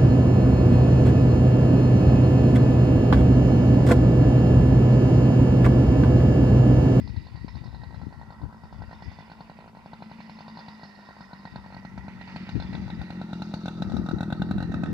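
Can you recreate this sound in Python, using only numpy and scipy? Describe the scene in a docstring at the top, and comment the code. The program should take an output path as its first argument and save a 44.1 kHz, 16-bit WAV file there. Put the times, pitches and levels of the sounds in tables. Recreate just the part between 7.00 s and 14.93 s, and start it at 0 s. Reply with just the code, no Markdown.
"""The uneven popping of a small single-cylinder model aircraft engine runs throughout, idling towards
a landing over a grass field and coming nearer. It fires only every few turns: each firing pops and
thuds, the cold turns between puff through the muffler, and clicks and noise ring the airframe.
Wind buffets the two microphone ports, the left one far more: gusts of low lumpy noise, a ragged
flutter and a few knocks. A faint steady floor of field and microphone noise lies beneath."""
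import sys
import numpy as np
from scipy import signal
from scipy.fft import rfft, irfft
from scipy.io import wavfile
from scipy.ndimage import uniform_filter1d

SR = 44100
rng = np.random.default_rng(int(sys.argv[2]) if len(sys.argv) > 2 else 0)


def generate_wav(sig):
    """Save sig (samples, or channels by samples) to the path in sys.argv[1] as 16-bit PCM at SR."""
    pcm = np.round(np.clip(np.atleast_2d(sig).T, -1, 1) * 32767).astype(np.int16)
    wavfile.write(sys.argv[1], SR, pcm)


N = 349713
TIME = np.arange(N) / SR  # seconds

# Firings of the engine. Each row: time in seconds (the pop's front is slightly later), relative strength in dB.
FIRINGS = [(0.073, -42), (0.161, -41.5), (0.266, -45), (0.355, -43), (0.479, -38), (0.551, -42.5),
           (0.567, -42), (0.638, -42.5), (0.657, -42.5), (0.744, -38), (0.833, -36.5), (0.942, -36),
           (1.014, -37), (1.124, -39), (1.212, -37.5), (1.303, -37), (1.322, -40.5), (1.414, -39.5),
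           (1.433, -41.5), (1.525, -38.5), (1.634, -38), (1.725, -37.5), (1.818, -34.5), (1.91, -37),
           (1.928, -36), (2.021, -35), (2.114, -37.5), (2.186, -35.5), (2.205, -38), (2.297, -39.5),
           (2.315, -36), (2.405, -34.5), (2.496, -35.5), (2.587, -38), (2.676, -39.5), (2.748, -42),
           (2.769, -39), (2.858, -36.5), (2.931, -34), (3.021, -33.5), (3.113, -34), (3.202, -36.5),
           (3.294, -34.5), (3.386, -39), (3.405, -36), (3.479, -36.5), (3.57, -34.5), (3.588, -36.5),
           (3.681, -33), (3.831, -34), (4.087, -39.5), (4.205, -34.5), (4.33, -34), (4.451, -32),
           (4.557, -30.5), (4.66, -37), (4.723, -38), (4.743, -35), (4.765, -34.5), (4.848, -31.5),
           (4.976, -30.5), (5.08, -31.5), (5.21, -37), (5.275, -39.5), (5.296, -44), (5.359, -29),
           (5.489, -31), (5.598, -30.5), (5.621, -34), (5.728, -35.5), (5.749, -31), (5.877, -37),
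           (5.9, -32.5), (6.013, -30), (6.102, -30), (6.213, -29), (6.329, -26.5), (6.418, -27),
           (6.537, -25), (6.656, -27.5), (6.679, -27), (6.82, -24), (6.895, -35.5), (6.918, -31),
           (6.941, -34), (6.965, -26.5), (7.06, -30.5), (7.086, -24), (7.11, -26), (7.182, -33),
           (7.205, -23), (7.228, -25), (7.301, -29), (7.323, -21.5), (7.417, -21), (7.509, -21.5),
           (7.579, -27), (7.602, -25), (7.624, -24.5), (7.717, -32), (7.739, -24), (7.833, -23),
           (7.857, -30.5)]
# Half-lit charges, a bare pop with no thud, placed on the nearest cold turn. Each entry: time in seconds.
SPUTTERS = [0.091, 0.371, 0.905, 0.923, 1.031, 1.139, 1.23, 1.45, 1.542, 1.837, 2.514, 2.605, 2.622, 2.641,
            2.659, 3.496, 3.793, 3.985, 4.165, 4.473, 4.701, 5.32, 6.124, 7.008, 7.395, 7.488]
# Crank speed, rounded to whole turns between firings. Each row: time in seconds, turns per second.
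CRANK = [(0, 56.4), (1.5, 54.5), (3.6, 54.3), (4.3, 48.8), (5.5, 46.7), (6.7, 42.4), (7.93, 42.8)]
# The approach. Each row: time in seconds, relative muffler puff level in dB, relative hiss level in dB.
APPROACH = [(0, -60, -64), (1.1, -53, -55.5), (2.73, -54, -56), (3.15, -47, -58), (3.7, -49, -53.5),
            (4.1, -54, -53.5), (5, -44, -56), (5.8, -37, -55.5), (7.93, -27, -52.5)]
# Distance of the aircraft. Each row: time in seconds, nearness from 0 (far) to 1 (near).
NEARNESS = [(3.8, 0.0069), (7, 0.81)]
# Modes of exhaust and airframe. Each row: pitch far and near in Hz, width in Hz, relative pop level
# far and near in dB, relative hiss level far and near in dB, left-right difference far and near in dB.
BODY_MODES = [(760, 580, 360, -13, -12, -17, -1.5, -1, 0.5), (960, 773, 279, -11, -19.5, -3, -1.5, 3, 3),
              (1375, 1267, 142, -22.5, -20.5, -12, -1, 1.5, -6),
              (1523, 1456, 156, -21.5, -12.5, -17, -5, -6, 0.5),
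              (1925, 1850, 153, -57, -27.5, -12.5, -7.5, -19, -14),
              (2366, 2030, 1390, -46.5, -24, -10.5, -12.5, -15, 8.5),
              (2796, 2675, 200, -46, -28.5, -26.5, -24, 26.5, -36),
              (3700, 3820, 360, -34, -13, -16.5, -14, -1, 22.5),
              (4336, 3710, 520, -16, -25, -18.5, -15.5, -5, -33),
              (4920, 4450, 600, -51, -49, -16, -19.5, -10, -29.5),
              (5580, 5720, 1260, -59, -31, -32.5, -16, 22, 21.5),
              (6800, 7400, 1700, -57.5, -35, -40, -35, -4, -36),
              (10700, 11200, 3200, -59, -26.5, -49, -28, 12, -11)]
# The treble swells and sinks. Each row: time in seconds, then the change in dB of the 1.9 kHz mode,
# of the 2-3 kHz band and of the band above.
TREBLE = [(0, 11, 6, 10.5), (.85, 0.5, -6.5, 1), (1.5, -4, -13.5, -10), (2.1, 5, 2, 2), (2.7, -7, -5, -7.5),
          (3.2, 2, 3.5, 3.5), (4.1, 0, -6, 0), (5, 6, 5.5, -4), (5.45, 5, 12.5, 4), (6.1, 5, 7.5, -3),
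          (6.6, -16.5, 4.5, -0.5), (7.2, -1.5, -5, -8), (7.93, -1, -0.5, -8)]
# Gusts on the left port. Each row: time of the peak in seconds, relative peak in dB, length in seconds.
GUSTS = [(0.023, -27.5, 0.46), (0.586, -29, 0.14), (0.995, -30.5, 0.35), (1.435, -22.5, 0.047),
         (1.641, -32.5, 0.025), (1.798, -32.5, 0.16), (2.054, -33.5, 0.13), (4.544, -30, 0.098),
         (4.99, -30, 0.16), (5.566, -16, 0.065), (5.751, -22.5, 0.22), (5.989, -19.5, 0.047),
         (6.898, -18, 0.2), (7.13, -18, 0.07), (7.342, -25, 0.31)]
# Wind between the gusts. Each row: time in seconds, relative level at left and right ports in dB.
BREEZE = [(0, -36, -49), (1.1, -35, -58), (1.5, -51, -50), (4, -64, -65.5), (4.6, -45, -60),
          (5.7, -40.5, -38), (6.3, -73, -60), (7, -38.5, -58), (7.5, -26, -29)]
# Sharp knocks of wind on the left port. Each row: time in seconds, relative peak in dB.
KNOCKS = [(0.445, -31), (1.067, -32), (5.554, -26.5), (6.939, -25)]
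# Spectrum of the buffeting. Each row: frequency in Hz, relative level in dB per Hz.
BUFFET = [(40, -7.5), (65, 3.5), (110, 0.5), (200, -10), (320, -20.5), (500, -33.5), (900, -87)]
# Spectrum of field and microphone noise. Each row: frequency in Hz, relative level in dB per Hz.
AIR = [(200, 2), (5000, -23.5), (14000, -33.5)]

SPUTTER_DB, BEFORE_DB = 17, 11.5  # boost of a half-lit turn, and of the turn that leads up to a firing
AFTER_DB, AFTER_S = 26, 0.02  # left-over charge lights on the next turns: boost, dying time
DIP_AT_S, DIP_S, DIP_DB = 2.73, 0.02, 10  # the hiss dips briefly
WANDER = 0.02  # the high modes change pitch from one firing to the next (share)
GUST_RISE, GUST_DROP_DB = 0.46, 14  # share of the length spent rising; fall over one length
AIR_DB = -60  # rms of the floor ahead of the microphones' filters
EDGE_HZ = 15100  # upper band limit


def engine():
    """Firings and cold turns drive the muffler, the exhaust and the airframe."""
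    firing_s, strength_db = np.transpose(FIRINGS)
    firing_s = firing_s + 0.001664  # the front of the pop
    full_db = strength_db - uniform_filter1d(strength_db, size=9)  # fuller than its neighbours
    puff_db, hiss_db = follow(APPROACH)
    near = follow(NEARNESS)[0]
    turns, cold_s = crank(firing_s)
    out = muffler(firing_s, strength_db, full_db, cold_s, puff_db, near)
    sources = charges(firing_s, strength_db, full_db, cold_s, hiss_db, near)
    return out + body(sources, firing_s, turns, near)


def crank(fired):
    """Turns counted through time, whole at each firing, and the moments of the cold turns."""
    marks = np.r_[fired[0] - 1, fired, fired[-1] + 1]
    speed = np.interp(marks[1:], *np.transpose(CRANK))
    gaps = np.maximum(np.round(np.diff(marks) * speed), 1)
    whole = np.r_[0, np.cumsum(gaps)]
    cold_turns = np.setdiff1d(np.arange(whole[-1]), whole)
    cold = np.interp(cold_turns, whole, marks)
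    return np.interp(TIME, marks, whole), cold[(cold > 0) & (cold < TIME[-1])]


def muffler(firing_s, strength_db, full_db, cold_s, puff_db, near):
    """Unburnt charge pumps the muffler once a turn; a hot charge thuds lower."""
    jitter_s = 0.0002 * rng.standard_normal(len(cold_s))
    pump_db = 3 * rng.standard_normal(len(cold_s))
    pumps = -clicks(cold_s + jitter_s, gain_of(pump_db))
    pumps = pumps - clicks(firing_s, gain_of(-4.0))
    low = steep(pumps, 212 - 24 * near, 43.9)
    high = gain_of(-15.0 + 10 * near) * steep(pumps, 317, 97)
    puffs = gain_of(puff_db + 12.5) * (low + high)
    # its deeper note carries less far
    puffs += gain_of(puff_db - 34.0 + 13 * near) * steep(pumps, 150.0, 24)
    # a fuller charge thuds more than in proportion
    knocks = clicks(firing_s + 0.0012, gain_of(strength_db + 0.2 * full_db))
    thud = gain_of(1.5 + 8.1 * near) * ring(knocks, 185.0, 59.0)
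    return heard(puffs + thud, 1.4, 8)


def cough_levels(firing_s, cold_s):
    """Cold turns cough faintly, louder beside a firing and loudest when half lit (dB)."""
    coming = np.searchsorted(firing_s, cold_s)
    since = cold_s - firing_s[np.maximum(coming - 1, 0)]
    until = firing_s[np.minimum(coming, len(firing_s) - 1)] - cold_s
    after_db = AFTER_DB * np.exp(-(since / AFTER_S) ** 2)
    before_db = BEFORE_DB * (np.abs(until) < 0.028)
    cough_db = np.maximum(after_db, before_db) + 3 * rng.standard_normal(len(cold_s))
    cough_db[np.abs(cold_s[:, None] - SPUTTERS).argmin(axis=0)] = SPUTTER_DB
    return cough_db


def charges(firing_s, strength_db, full_db, cold_s, hiss_db, near):
    """Burning charges make rounded pops, noise bursts, a slow rasp and a hiss that flares."""
    coughs = clicks(cold_s, gain_of(cough_levels(firing_s, cold_s)))
    pops = clicks(firing_s, gain_of(strength_db)) + gain_of(hiss_db - 3.0) * coughs
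    pops = uniform_filter1d(uniform_filter1d(pops, size=9), size=9)  # a rounded front

    crack_db = strength_db + rng.standard_normal(len(firing_s))
    cracks = clicks(firing_s, gain_of(crack_db)) + gain_of(hiss_db - 7.0) * coughs
    burst = gain_of(-29.5) * fade(fade(cracks, 0.00057), 0.0043)  # swells, then dies

    # a lean charge burns slowly
    slow = clicks(firing_s + 0.004, gain_of(strength_db - 0.6 * full_db))
    rasp = gain_of(-24.0 + 13.0 * near) * fade(uniform_filter1d(slow, size=300), 0.002)

    flare = fade(clicks(firing_s, gain_of(full_db)), 0.021)  # after each firing
    dip = gain_of(-DIP_DB * np.exp(-((TIME - DIP_AT_S) / DIP_S) ** 2))
    hiss = gain_of(hiss_db) * evened(1 + 0.69 * flare) * dip
    return pops, burst, rasp, hiss


def body(sources, firing_s, turns, near):
    """Pops, bursts, rasp and hiss ring the modes of the exhaust and airframe."""
    pops, burst, rasp, hiss = sources
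    low_db, mid_db, top_db = follow(TREBLE)
    firing = np.searchsorted(firing_s, TIME)  # firings so far
    turn = (turns - turns[0]).astype(int)
    out = np.zeros((2, N))
    for hz, near_hz, width, *db in BODY_MODES:
        pop_db, air_db, pan_db = (far + (close - far) * near for far, close in np.reshape(db, (3, 2)))
        high = hz > 2200
        noise = rng.standard_normal((3, N))
        unit = np.sqrt(8 * np.pi * width / SR)  # gives ringing noise rms 1

        # a rattling burst shakes the high modes, a clean pop the others
        blow = unit * burst * noise[0] if high else -gain_of(16.5) * pops
        # the slow burn roughens the middle ones
        blow = blow + unit * rasp * noise[1] * (1200 < hz < 2200)
        # no two charges strike a mode alike: a new level every 400 samples
        luck = np.repeat(noise[2, :N // 400 + 1], 400)[:N]
        blow = blow * gain_of((2.2 if high else 1.3) * luck)

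        jump = WANDER * high * rng.standard_normal(len(firing_s) + 1)[firing]
        pitch = (hz + (near_hz - hz) * near ** 2) * (1 + jump)
        pitch = pitch * (1 + 0.012 * drift())  # every mode wavers slowly

        swell_db = top_db if hz > 3200 else mid_db if high else low_db * (hz > 1700)
        swell_db = swell_db + 1.3 * drift()
        air_db = air_db + 2.2 * noise[2, turn]  # each turn hisses louder or softer
        shared = gain_of(pop_db) * blow + unit * gain_of(air_db) * hiss * noise[0]
        apart = unit * gain_of(air_db - 6.5) * hiss * noise[1:]  # scattered by the air on its way
        mode = ring if hz < 900 else steep  # the pipe mode starts at once
        rung = mode(gain_of(swell_db) * (shared + apart), pitch, width)
        out += heard(rung, pan_db, 5 if hz < 3200 else 0)
    return out


def wind():
    """Low lumpy noise, unrelated at the two ports, with ragged flutter and a few knocks."""
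    left_db, right_db = follow(BREEZE)
    level_db = np.array([gusts(left_db), right_db])
    lumps = evened(uniform_filter1d(uniform_filter1d(rng.standard_normal((2, N)), 700), 500))
    progress = TIME / TIME[-1]  # over time the wind has less rumble and more flutter
    rumble = evened(gain_of(2.9 * lumps) * coloured(BUFFET, (2, N)))
    out = gain_of(level_db - 7.8 * progress ** 2) * rumble
    out = out - progress ** 2 * signal.filtfilt(*signal.butter(2, 70, fs=SR), out)
    # strong gusts tear into a higher, more ragged flutter
    flutter = steep(rng.standard_normal((2, N)), 229, 247)
    ragged = evened(gain_of(6.9 * lumps[::-1]) * flutter)
    out += gain_of(1.4 * level_db + 8 * progress - 2.5) * ragged
    knock_s, peak_db = np.transpose(KNOCKS)
    out[0] += steep(clicks(knock_s, gain_of(peak_db + 22.5)), 233, 270)
    return out


def gusts(calm_db):
    """Each gust climbs to its peak and falls away more slowly, above the breeze."""
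    peak_s, peak_db, length = np.transpose(GUSTS)[:, :, None]
    coarse = TIME[::64]
    t = coarse - peak_s
    shape_db = peak_db - GUST_DROP_DB * np.where(t < 0, -t / GUST_RISE, t) / length
    return np.maximum(np.interp(TIME, coarse, shape_db.max(axis=0)), calm_db)


def floor():
    """Steady coloured noise of the field and microphones, unrelated at the two ports."""
    return gain_of(AIR_DB) * coloured(AIR, (2, N))


def ring(x, hz, width_hz):
    """A mode whose pitch may glide: a click of size 1 becomes a dying sine of height 1."""
    turn = np.exp(2j * np.pi * np.cumsum(hz * np.ones(N)) / SR)
    decay = np.exp(-np.pi * width_hz / SR)
    return (turn * signal.lfilter([1], [1, -decay], x / turn + 1e-18)).imag


def steep(x, hz, width_hz):
    """The same mode twice over: a softer start and darker valleys beside it."""
    return ring(ring(x, hz, width_hz), hz, width_hz) * 2 * np.pi * width_hz / SR


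def fade(x, s):
    """Each click leaves a tail that falls with time constant s."""
    return signal.lfilter([1], [1, -np.exp(-1 / (s * SR))], x)


def clicks(s, size):
    """A train of single samples."""
    train = np.zeros(N)
    np.add.at(train, np.clip((s * SR).astype(int), 0, N - 1), size)
    return train


def heard(x, pan_db, count):
    """The pair of ports: a level split, and the left late by count samples."""
    left, right = x * gain_of(np.array([[0.5], [-0.5]]) * pan_db)
    return np.array([np.roll(left, count), right])


def drift():
    """Slow chance, rms 1: the colour and pitch of each mode wander."""
    rates_hz = np.geomspace(0.3, 2.5, num=8)
    return evened(sum(np.sin(2 * np.pi * (f * TIME + rng.random())) for f in rates_hz))


def coloured(points, shape):
    """Noise of a given spectrum, rms 1."""
    f, db = np.transpose(points)
    hz = np.fft.rfftfreq(N, 1 / SR)
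    gain = gain_of(np.interp(np.log(hz + 1), np.log(f), db))
    return evened(irfft(rfft(rng.standard_normal(shape)) * gain, N))


def follow(rows):
    """Every column of a curve, sample by sample."""
    s, *columns = np.transpose(rows)
    return [np.interp(TIME, s, c) for c in columns]


def evened(x):
    """Scales to rms 1."""
    return x / np.sqrt(np.mean(x ** 2) + 1e-20)


def gain_of(db):
    """Decibels to a factor."""
    return 10 ** (np.asarray(db) / 20)


def scene():
    """Engine, wind and a faint steady floor."""
    return engine() + wind() + floor()


def record(dry):
    """Low cut of the microphones, then the band limit."""
    cut = signal.sosfilt(signal.butter(4, 46, "high", fs=SR, output="sos"), dry)
    band = signal.firwin(511, EDGE_HZ, window=("kaiser", 9), fs=SR)
    return signal.oaconvolve(cut, band[None], "same")


dry = scene()
out = record(dry)
generate_wav(out)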